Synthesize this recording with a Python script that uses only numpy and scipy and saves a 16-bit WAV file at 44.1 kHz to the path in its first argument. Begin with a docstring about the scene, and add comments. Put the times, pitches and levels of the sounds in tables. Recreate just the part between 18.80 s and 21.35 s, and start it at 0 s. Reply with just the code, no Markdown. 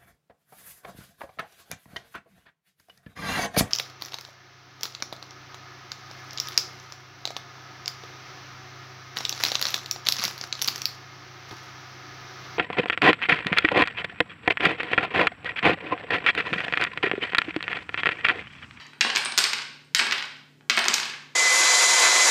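"""A play table in a live room: dominoes are knocked over in four quick bursts.
Each clack is a few milliseconds of chatter that also shakes the table top; a tile that bounces
free rings briefly. The room answers over a low appliance hum and faint air.
A fast limiter holds down the sharpest peaks."""
import sys
import numpy as np
from scipy import signal
from scipy.fft import rfft, irfft
from scipy.io import wavfile
from scipy.ndimage import uniform_filter1d, minimum_filter1d

SR = 44100
rng = np.random.default_rng(int(sys.argv[2]) if len(sys.argv) > 2 else 0)


def wav_out(sig):
    """Save sig, one row per channel (or a flat mono array), as 16-bit PCM at SR to the path in sys.argv[1]."""
    wavfile.write(sys.argv[1], SR, np.round(np.clip(np.atleast_2d(sig).T, -1, 1) * 32767).astype(np.int16))


N = 112454
PREROLL_S, HIT_SAMPLES, SPOTS = 0.25, 2048, 8


def undb(db):
    """Decibels to gain."""
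    return 10 ** (np.asarray(db) / 20)


def curve_db(hz, table):
    """Interpolate (Hz, dB) rows over log frequency."""
    knots_hz, db = np.transpose(table)
    return np.interp(np.log(hz + 1), np.log(knots_hz), db)


def ramp(hz, start_hz, end_hz):
    """Rise from 0 to 1 over log frequency."""
    return np.clip(np.log((hz + 1) / start_hz) / np.log(end_hz / start_hz), 0, 1)


def minimum_phase(gain):
    """Causal spectrum with the given gains."""
    cepstrum = irfft(np.log(gain))
    half = len(cepstrum) // 2
    cepstrum[1:half] *= 2
    cepstrum[half + 1:] = 0
    return np.exp(rfft(cepstrum))


def add(track, sound, time_s):
    """Mix a sound into a track that starts PREROLL_S early."""
    start = max(int((time_s + PREROLL_S) * SR), 0)
    track[start:start + len(sound)] += sound[:len(track) - start]


# Base spectrum of a clack (frequency [Hz], relative level [dB])
CLACK_SPECTRUM = [(40, -45.5), (90, -46.5), (200, -22), (550, -21.5), (950, -12.5), (1600, -3), (2500, -3),
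                  (3500, -3.5), (4900, -4), (5600, -8), (7000, -11.5), (8500, -24), (10500, -36.5),
                  (12000, -26.5), (13400, -33.5), (14500, -44.5), (15500, -50.5)]


def clack(thud_db, bright_db, snap_db, resonance_hz, decay_ms):
    """Sharp contact, then dying chatter; flat falls thud, edge-on blows are bright, hard edges snap."""
    t_ms, hz = 1000 * np.arange(HIT_SAMPLES) / SR, np.fft.rfftfreq(HIT_SAMPLES, 1 / SR)
    envelope = np.exp(-(t_ms / decay_ms) ** 2) + 0.39 * np.exp(-t_ms / 3.9)
    chatter = rng.standard_normal(HIT_SAMPLES) * envelope
    chatter[0] = 9.36  # first contact
    chatter_colour = np.sqrt(uniform_filter1d(abs(rfft(chatter)) ** 2, size=41))
    peak_db, half_width_oct = 5, 0.084
    offset_oct = np.log2((hz + 1) / resonance_hz)
    colour_db = (30 + curve_db(hz, CLACK_SPECTRUM)
                 + thud_db * (1 - ramp(hz, 927, 2000))
                 + bright_db * ramp(hz, 3090, 6970)
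                 + snap_db * ramp(hz, 7900, 10470)
                 + peak_db / (1 + (offset_oct / half_width_oct) ** 2))
    response = irfft(minimum_phase(undb(colour_db) / chatter_colour))
    return signal.fftconvolve(chatter, response)


# Tile clacks, plus one soft bump of a hand on the table at 0.133 s
# (time [s], relative level [dB], thud [dB], brightness [dB], snap [dB], resonance [Hz], decay [ms])
IMPACTS = [(-.15, -13.5, 3, -5, -2, 1350, 2.8), (.012, -48, -2, 0, 0, 1210, 3.6),
           (.067, -57.5, -6, 17.5, -4, 6640, 1.1), (0.133, -41, 10, -21, 8, 1950, 3),
           (.209, -11, -1, 3, -6.5, 2640, 4.4), (0.2138, -11.5, -7, -6.5, 2, 2300, 3),
           (.249, -24, 22, -12, -2, 1410, 4.3), (.301, -18, -4, -5, -10, 2800, 4.4),
           (.352, -20, 7.5, 1, -15, 2860, 5.4), (0.3607, -16, -2.5, 7, -3.5, 2560, 1.8),
           (.3695, -13.5, 3, -15.5, 3, 2350, 3.6), (.377, -37, -20, 18, 8, 4500, 3.8),
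           (0.4497, -32, 5, 7, -14, 9200, 1.3), (0.458, -20.5, 6.5, -1, -15, 1070, 1.4),
           (.522, -27, 7, 1.5, -16, 4100, 3.2), (0.5774, -13.5, 2.5, 11, 2, 3900, 1.5),
           (0.5822, -18, 9.5, 13.5, 3.5, 4740, 0.85), (.588, -13, 1.5, 3, 7, 5440, 3.4),
           (.640, -15, 1.5, 6.5, -1, 4760, 5), (.652, -15.5, -11, -19, -11, 4950, 3),
           (0.7324, -17, 3.5, 1.5, 1, 2360, 5.9), (.784, -31, -11, 2, -16, 5040, 3.5),
           (.789, -24.5, 0, -14, -7, 3130, 1.6), (.820, -41.5, -10, 15, -10, 4460, 1.6),
           (1.1483, -9.5, -8, 5, 3.5, 1660, 2.7), (1.165, -29.5, 9.5, -9, 3.5, 4570, 4.2),
           (1.1933, -12, -6, -4.5, 3.5, 2300, 3.9), (1.197, -14.5, 5, -7.5, -4.5, 2390, 7.5),
           (1.213, -21, 12.5, -7, -1, 2240, 8.7), (1.268, -20.5, 7, -5, 2, 1680, 3.1),
           (1.3112, -18, -3, -4.5, -7, 2170, 1.5), (1.3224, -13.5, 2, -4.5, 2, 2110, 7.3),
           (1.380, -22.5, 1.5, -7.5, 5.5, 3470, 9.5), (1.4249, -25.5, 3, -4.5, -1, 2500, 2.9),
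           (1.454, -42.5, 7, 9, -3.5, 2420, 2.4), (1.569, -59, -10, 11.5, 0.5, 4470, 0.61),
           (1.809, -50.5, 17, -15.5, 3, 2015, 3), (1.898, -10.5, 0, 0, -1.5, 2300, 4.5),
           (1.906, -16.5, 0.5, -1.5, -1, 1610, 1.5), (1.968, -30, -7, 8, 8, 4500, 4.9),
           (1.9745, -11.5, 6.5, -26, 6, 2000, 3.5), (1.979, -16.5, 11.5, -3, 5, 1060, 4.4),
           (1.991, -17.5, -9, 0.5, 5, 1730, 1.4), (1.994, -15, -21, -12, 4, 1270, 1.1),
           (2.0418, -20.5, -1, 0, -5, 2470, 4.1), (2.054, -25.5, -13, 4.5, 4, 2480, 1.3),
           (2.059, -20.5, 13, -9, 8, 1790, 3), (2.0833, -15.5, 6.5, 12, -4, 2150, 2.3),
           (2.092, -26, -5, -10, -8, 1700, 4.3), (2.1, -24.5, 14, -7, 1, 2570, 4.1),
           (2.134, -17.5, -7, -5, -4, 2000, 5), (2.141, -20.5, -5, 17, 2.5, 6400, 1.1),
           (2.144, -20, -4, 7, -8, 5300, 2.7), (2.182, -20.5, 3.5, -5, 1, 2200, 1.5),
           (2.200, -26, 11, 6, 2, 2950, 2.3), (2.231, -21.5, -10, -8, -4, 4720, 6),
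           (2.256, -26, 4, -5, 7.5, 2900, 1.9), (2.298, -27.5, 2, -7, 4, 2200, 3),
           (2.337, -29, 2, -15, 8, 2000, 3.8)]


def impacts():
    """Tile clacks and the hand bump, dealt in turn to the spots on the table; one track per spot."""
    spots = np.zeros((SPOTS, N + int(PREROLL_S * SR)))
    for k, (time_s, db, *timbre) in enumerate(IMPACTS):
        add(spots[k % SPOTS], undb(db) * clack(*timbre), time_s)
    return spots


# Table-top modes (frequency [Hz], gain [dB], T60 [s])
BOARD_MODES = [(124, 16, 0.17), (175, 4.5, 0.1), (234.9, 17, 0.37), (370, 15, 0.34), (409.2, 9.5, 0.12),
               (781, -8, 0.099), (1147, -21.5, 0.096), (1485, -3, 0.083), (1575, -9, .12),
               (2220, 4.5, 0.23), (2560, 5.5, 0.073)]


def table_top(blows):
    """The board's damped modes ring under the blows."""
    t = np.arange(SR // 2) / SR
    response = 0
    for hz, db, t60_s in BOARD_MODES:
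        rate = np.log(1000) / t60_s
        response += undb(db) * 2 * rate / SR * np.exp(-rate * t) * np.sin(2 * np.pi * hz * t)
    return signal.fftconvolve(blows, response)[:len(blows)]


# Reverberation bands (centre [Hz], gain [dB], T60 [s])
ROOM_BANDS = [(100, -9.5, 1), (300, 0.5, 0.45), (612, 4, 0.66), (1200, 2, 0.64), (2200, 0, 0.63),
              (4400, -1, 0.61), (7000, -8, 0.51), (9000, 2.5, 0.46), (13000, -10, 0.29)]


def room(sources, build_s=0.0028, diffuse_s=0.04, samples=32768):
    """Each source has its own scattered echoes, thickening into a tail whose treble dies first."""
    t, hz = np.arange(samples) / SR, np.fft.rfftfreq(samples, 1 / SR)
    grain = 0.82 * np.exp(-t / diffuse_s)
    noise, scatter = rng.standard_normal((2, len(sources), samples))
    echo_spectra = rfft(noise * np.exp(grain * np.clip(scatter, -2, 2) - grain ** 2))
    log_centres = np.log([row[0] for row in ROOM_BANDS])
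    tails = 0
    for weights, (_, db, t60_s) in zip(np.eye(len(ROOM_BANDS)), ROOM_BANDS):
        rate = np.log(1000) / t60_s
        band = irfft(echo_spectra * np.interp(np.log(hz + 1), log_centres, weights))
        tails += undb(db) * np.sqrt(2 * rate / SR) * np.exp(-rate * t) * band
    tails *= 1 - np.exp(-(t / build_s) ** 2)
    return signal.fftconvolve(sources, tails, axes=1).sum(axis=0)[:sources.shape[1]]


# Room air spectrum (frequency [Hz], relative density [dB])
AIR_SPECTRUM = [(25, -20), (50, -17.5), (75, -5), (120, 0), (230, 5), (400, 0), (800, -14), (2000, -36.5),
                (4500, -21), (7000, -21), (10000, -28), (15000, -29)]


def room_air(rms_db=-62):
    """Faint steady noise, mostly low."""
    hz = np.fft.rfftfreq(N, 1 / SR)
    air = irfft(rfft(rng.standard_normal(N)) * undb(curve_db(hz, AIR_SPECTRUM)), N)
    return undb(rms_db) * air / air.std()


# Appliance tones (frequency [Hz], RMS level [dB])
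HUM_TONES = [(146, -61.5), (267, -68.5), (113, -74)]


def appliance_hum():
    """An appliance hums in steady low sines."""
    t = np.arange(N) / SR
    return sum(undb(db) * np.sqrt(2) * np.sin(2 * np.pi * (hz * t + rng.random()))
               for hz, db in HUM_TONES)


# Free rings of tiles (time [s], pitch [Hz], level [dB])
TILE_RINGS = [(.134, 8600, -55), (.251, 8700, -30.5), (.375, 8900, -27.5), (.449, 9240, -24),
              (.450, 8300, -19), (.586, 8250, -13.5), (.586, 9260, -25), (1.047, 8250, -56),
              (1.184, 8090, -18), (1.969, 8320, -24), (1.988, 8670, -25), (2.136, 8800, -44)]


def ringing_tiles(attack_s=0.00038, t60_s=0.016):
    """After a glancing touch a tile rings free in a short high tone; one track per spot."""
    spots = np.zeros((SPOTS, N + int(PREROLL_S * SR)))
    t = np.arange(HIT_SAMPLES) / SR
    envelope = (1 - np.exp(-t / attack_s)) * np.exp(-np.log(1000) * t / t60_s)
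    for k, (time_s, hz, db) in enumerate(TILE_RINGS):
        add(spots[k % SPOTS], undb(db) * envelope * np.sin(2 * np.pi * hz * t), time_s)
    return spots


def scene():
    """Tiles and table, direct and through the room, over air and hum; mono."""
    spots = impacts() + ringing_tiles()
    blows = spots.sum(axis=0)
    board = table_top(blows)
    reverb = room(np.vstack([spots, undb(-4.5) * board]))
    clatter = (blows + board + reverb)[-N:]  # drop the pre-roll
    return (clatter + room_air() + appliance_hum())[None]


def record(dry):
    """Fast limiter, then low cut and high cut."""
    ceiling_db, hold_s = -2, 0.00029
    low_cut_hz, high_cut_hz = 79, 15250
    hold_samples = int(hold_s * SR)
    gain = np.minimum(1, undb(ceiling_db) / (abs(dry) + 1e-9))
    gain = uniform_filter1d(minimum_filter1d(gain, hold_samples), hold_samples)
    highpass = signal.butter(2, low_cut_hz, "high", fs=SR, output="sos")
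    lowpass = signal.ellip(8, 0.2, 70, high_cut_hz, fs=SR, output="sos")
    return signal.sosfilt(lowpass, signal.sosfilt(highpass, dry * gain))


dry = scene()
out = record(dry)
wav_out(out)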